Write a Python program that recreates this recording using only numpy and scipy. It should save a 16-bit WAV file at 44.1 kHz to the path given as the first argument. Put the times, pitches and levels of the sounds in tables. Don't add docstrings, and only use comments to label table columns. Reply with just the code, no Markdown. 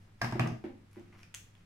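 import sys
import numpy as np
from scipy import signal
from scipy.fft import rfft, irfft
from scipy.io import wavfile

SR = 44100
rng = np.random.default_rng(int(sys.argv[2]) if len(sys.argv) > 2 else 0)


def generate_wav(sig):
    pcm = np.round(np.clip(np.atleast_2d(sig).T, -1, 1) * 32767).astype(np.int16)
    wavfile.write(sys.argv[1], SR, pcm)


N = 72765

# start_s, level_db, tilt_db, resonance_hz, lift_db, zing_db, boom_db,
# boom_t60_ratio, pan_db
KNOCKS = [(0.2132, -22, 9, 1690, 16, 4, -74, 0.91, -6), (0.2157, -6.5, 5.5, 1020, 3, 8, -41, 0.53, 0.5),
          (0.2182, -8, 6.5, 1610, 11.5, 4.5, -33.5, 0.83, 1),
          (.244, -8, 3.5, 1600, 1.5, -2.5, -34.5, 0.26, 2.5),
          (0.323, -12.5, 3.5, 940, 8.5, 2, -30, 0.49, -0.5),
          (0.3547, -24, 1, 700, 2.5, -3, -49, 0.28, 13.5), (0.3952, -1.5, 2, 2700, 7, -1, -25.5, 0.99, 0),
          (.4595, -9.5, -15.5, 940, -6.5, 0, -44, 0.44, 2.5),
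          (0.497, -29.5, -4, 648, 19, -3, -41.5, 0.46, -5.5), (.519, -35.5, 7, 810, 1, -23, -33, 0.39, 13)]
# frequency_hz, level_db
CLACK_SPECTRUM = [(60, -12.5), (200, 1.5), (400, 0.5), (530, -5), (700, 5), (1000, -2.5), (1200, 1.5),
                  (1400, -10), (1650, -3.5), (2100, -6), (2700, -14), (3300, -20.5), (4300, -23),
                  (5100, -22), (6500, -29.5), (8500, -33), (12000, -36.5), (16000, -47)]
# pitch_hz, level_db, t60_s
FITTING_MODES = [(1275, -10, 0.3), (1621, 5.5, 0.11), (1717, -2.5, 0.14), (2060, -12, 0.098),
                 (4880, -17, 0.24)]
# pitch_hz, level_db, base_t60_s
TABLE_MODES = [(68, -17, 0.61), (123.17, 2, 0.49), (159.3, -9, 0.58), (215.8, -7.5, 0.64),
               (233, -5.5, 0.48), (303, -14.5, .45), (326.4, -16.5, 0.77), (641, -9.5, 0.13),
               (1178, -20, 0.14), (1596, -25, 0.22), (2763, -24.5, 0.27)]
METAL_RISE_S = .00067


def knocks():
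    zing_hz, fitting_db = 5300, -40.5
    settle_s, settle_db_per_s = .53, 170
    lag = round(.00013 * SR)
    out, boom = np.zeros((2, 2, N))
    for start_s, level_db, tilt_db, hz, lift_db, zing_db, boom_db, t60_ratio, pan_db in KNOCKS:
        timbre = colour(CLACK_SPECTRUM, tilt_db, [(hz, lift_db), (zing_hz, zing_db)])
        decay_s = .0018 * amp(-.55 * level_db)
        left, right = contact(timbre, decay_s)
        clack = amp(level_db) * pan(pan_db) * np.array([np.roll(left, lag), right])
        add(out, start_s, in_room(clack, wet_db=0))
        add(out, start_s, amp(level_db + zing_db + fitting_db) * ring(FITTING_MODES, METAL_RISE_S))
        table = amp(boom_db) * ring(TABLE_MODES, rise_s=.0038, t60_ratio=t60_ratio)
        add(boom, start_s, in_room(table, wet_db=-7.5))
    settled_s = np.maximum(np.arange(N) / SR - settle_s, 0)
    return out + boom * amp(-settle_db_per_s * settled_s)


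# start_s, ring_db, slap_db
THUMPS = [(.354, -33.5, -20.5), (.640, -33.5, -20), (0.9667, -43, -30)]
# frequency_hz, level_db
SLAP_SPECTRUM = [(100, -13), (250, 6), (450, -1), (600, -2.5), (750, -5), (1200, -15), (1800, -12),
                 (2500, -17), (4000, -29), (8000, -41.5), (16000, -47)]
# pitch_hz, level_db, t60_s
HOSE_MODES = [(218.1, -6, 0.31), (277.7, -18, 0.46), (323.4, 2.5, 0.11), (350, -0.5, 0.36),
              (580, -42, 0.15), (596, -14.5, 0.11), (790, -28.5, 0.45)]


def thumps():
    out = np.zeros((2, N))
    for start_s, ring_db, slap_db in THUMPS:
        slap = amp(slap_db) * contact(colour(SLAP_SPECTRUM, tilt_db=0), decay_s=.0048)
        hollow = -amp(ring_db) * ring(HOSE_MODES, rise_s=.0036)
        add(out, start_s, in_room(slap, wet_db=8))
        add(out, start_s, in_room(hollow, wet_db=-9))
    return out


# start_s, level_db, tilt_db, resonance_hz, lift_db, decay_s, ring_db, pan_db
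CLICKS = [(0.313, -32, -13, 5170, 5, 0.0017, -57, 16.5), (0.4728, -36, 6, 5600, -1, 0.00094, -52, -6),
          (0.4744, -23, -14.5, 5360, 15.5, 0.0016, -45, 3), (0.913, -50, -2, 10700, 6, 0.0025, -60, 0),
          (.930, -46.5, -1, 11300, 13, 0.0024, -65, -10), (.9595, -38, -30, 900, 12, .001, -65, 7),
          (0.996, -45, -7, 6040, 4, 0.0014, -60, 7), (1.126, -38, -20, 2160, 12, 0.0018, -60, 0),
          (1.192, -39, -16.5, 4940, 5, 0.00098, -60, 8), (1.2315, -33, -14.5, 5220, 18.5, 0.00085, -54, 4),
          (1.2328, -33.5, -6, 2440, 16, 0.00053, -55, -4.5), (1.3416, -23, -9, 2950, 3.5, 0.002, -36, -2),
          (1.3465, -17, 0, 6650, 3.5, 0.0016, -47.5, 0.5), (1.463, -66, 1, 2880, 19, .001, -58, -17),
          (1.541, -69, -13, 3430, 2, .001, -64, -5), (1.552, -40, -12, 3240, 12, 0.00059, -66, 0)]
# frequency_hz, level_db
CLICK_SPECTRUM = [(200, -17), (900, -13.5), (1500, 0), (2600, 3), (3400, 3), (4200, -4), (5400, -3.5),
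                  (6300, 2.5), (7800, 1.5), (9000, -0.5), (12500, -7.5), (16000, -14.5)]
# pitch_hz, level_db, t60_s
SLEEVE_MODES = [(1720, -6, .35), (2514, -3, .19), (3208, -7, .3), (6019, -2, .32), (6150, -4, .3),
                (6290, -3, .32), (6476, 0, .3), (7461, -10, .24), (9528, -9, .12)]


def clicks():
    out = np.zeros((2, N))
    for start_s, level_db, tilt_db, hz, lift_db, decay_s, ring_db, pan_db in CLICKS:
        timbre = colour(CLICK_SPECTRUM, tilt_db, [(hz, lift_db)])
        tick = in_room(pan(pan_db) * contact(timbre, decay_s), wet_db=-1.5)
        add(tick, 0, amp(ring_db) * ring(SLEEVE_MODES, METAL_RISE_S))
        add(out, start_s, amp(level_db) * tick)
    return out


# start_s, length_s, level_db, tilt_db
RUBS = [(0, 0.1, -76.5, 6), (0.073, 0.039, -65, -28), (0.187, 0.075, -71.5, 3), (0.907, 0.26, -71, 1),
        (1.121, 0.075, -61, -5.5), (1.17, 0.11, -66, 3), (1.531, 0.14, -75.5, 2)]
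# frequency_hz, level_db
RUB_SPECTRUM = [(150, 10), (500, -1.5), (1100, 2.5), (2500, 2.5), (4000, -11), (5500, -6.5), (8000, -18.5),
                (11000, -17), (16000, -29)]


def rubs():
    slips_per_s = 3900
    out = np.zeros((2, N))
    for start_s, length_s, level_db, tilt_db in RUBS:
        size = round(length_s * SR)
        chance, draw = rng.random((2, N))[:, :size]
        strength = amp(-4 * np.log(draw + .045))
        slips = (chance < slips_per_s / SR) * strength * rng.choice([-1, 1], N)[:size]
        swell = np.sin(np.pi * np.sqrt(np.arange(size) / size))
        stroke = unit(signal.fftconvolve((slips * swell)[None], colour(RUB_SPECTRUM, tilt_db), axes=1))
        add(out, start_s, in_room(amp(level_db) * np.sqrt(size / 2) * stroke, wet_db=-1))
    return out


# frequency_hz, relative_density_db
AIR_SPECTRUM = [(20, 0), (35, -11), (53, -4), (80, -13.5), (107, 0.5), (146, -9), (198, -8.5), (310, -18.5),
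                (357, -18.5), (600, -24), (800, -24.5), (2000, -25.5), (2670, -29.5), (10800, -43),
                (16000, -52)]
# pitch_hz, level_db
HUM_TONES = [(99.7, -63), (168, -73)]


def background():
    air_db = -61
    t, hz = np.arange(N) / SR, np.fft.rfftfreq(N, 1 / SR)
    air = irfft(rfft(diffuse(N)) * amp(read(AIR_SPECTRUM, hz)), N)
    hum = sum(amp(level_db) * np.sqrt(2) * np.sin(2 * np.pi * (pitch_hz * t + rng.random()))
              for pitch_hz, level_db in HUM_TONES)
    return amp(air_db) * np.sqrt(N) * unit(air) + hum


# frequency_hz, t60_s
ROOM_DECAY = [(100, 0.69), (300, 0.46), (700, 0.37), (1700, 0.35), (5000, 0.41), (9000, 0.3), (16000, 0.39)]


def in_room(sound, wet_db):
    build_up_s = .0063
    hz, t, bands = signal.stft(diffuse(SR), SR, nperseg=256)
    tail = signal.istft(bands * amp(-60 * t / read(ROOM_DECAY, hz)[:, None]), SR)[1]
    tail *= np.minimum(np.arange(tail.shape[1]) / SR / build_up_s, 1) ** 2
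    direct = sound * np.ones((2, 1))
    out = amp(wet_db) * unit(signal.fftconvolve(direct, tail, axes=1)) * np.sqrt(np.sum(direct ** 2) / 2)
    add(out, 0, direct)
    return out


# frequency_hz, coherence_ratio
ROOM_COHERENCE = [(60, 0.96), (150, 1), (300, 0.71), (550, 0), (1200, 0.047), (3000, 0), (16000, 0)]


def diffuse(size):
    a, b = rfft(rng.standard_normal((2, size)))
    coherence = read(ROOM_COHERENCE, np.fft.rfftfreq(size, 1 / SR))
    mid, side = a * np.sqrt((1 + coherence) / 2), b * np.sqrt((1 - coherence) / 2)
    return irfft([mid + side, mid - side], size)


def contact(timbre, decay_s, size=2048):
    rise_s, coherence = .00019, .71
    common, left, right = rng.standard_normal((3, size))
    t = np.arange(size) / SR
    envelope = (1 - np.exp(-t / rise_s)) * np.exp(-t / decay_s)
    burst = (np.sqrt(coherence) * common + np.sqrt(1 - coherence) * np.array([left, right])) * envelope
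    whitened = irfft(np.exp(1j * np.angle(rfft(burst)))) * (envelope > .01)
    return unit(signal.fftconvolve(whitened, timbre, axes=1))


def ring(modes, rise_s, t60_ratio=1):
    t = np.arange(SR) / SR
    vibration = sum(amp(level_db - 60 * t / (t60_s * t60_ratio)) * np.sin(2 * np.pi * pitch_hz * t)
                    for pitch_hz, level_db, t60_s in modes)
    return (1 - np.exp(-t / rise_s)) * vibration


def colour(spectrum, tilt_db, resonances=(), size=2048):
    pivot_hz, width_octaves = 3000, .16
    hz = np.fft.rfftfreq(size, 1 / SR)
    db = read(spectrum, hz) + tilt_db * np.tanh(np.log((hz + 1) / pivot_hz))
    for centre_hz, lift_db in resonances:
        db += lift_db * np.exp(-.5 * (np.log2((hz + 1) / centre_hz) / width_octaves) ** 2)
    cepstrum = irfft(np.log(amp(db)))
    cepstrum[1:size // 2] *= 2
    cepstrum[size // 2 + 1:] = 0
    return irfft(np.exp(rfft(cepstrum)))[None]


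def amp(db):
    return 10 ** (np.asarray(db) / 20)


def pan(db):
    return amp([[db / 2], [-db / 2]])


def read(points, hz):
    frequencies, values = np.transpose(points)
    return np.interp(np.log(hz + 1), np.log(frequencies), values)


def unit(x):
    return x / np.sqrt(np.sum(x ** 2) / len(np.atleast_2d(x)) + 1e-20)


def add(mix, start_s, sound):
    part = mix[:, round(start_s * SR):]
    part[:, :sound.shape[-1]] += sound[..., :part.shape[1]]


def scene():
    return knocks() + thumps() + clicks() + rubs() + background()


def record(dry):
    cutoff_hz = 15950
    low_pass = signal.firwin(511, cutoff_hz, window=("kaiser", 9), fs=SR)
    return signal.oaconvolve(dry, low_pass[None], "same")


dry = scene()
out = record(dry)
generate_wav(out)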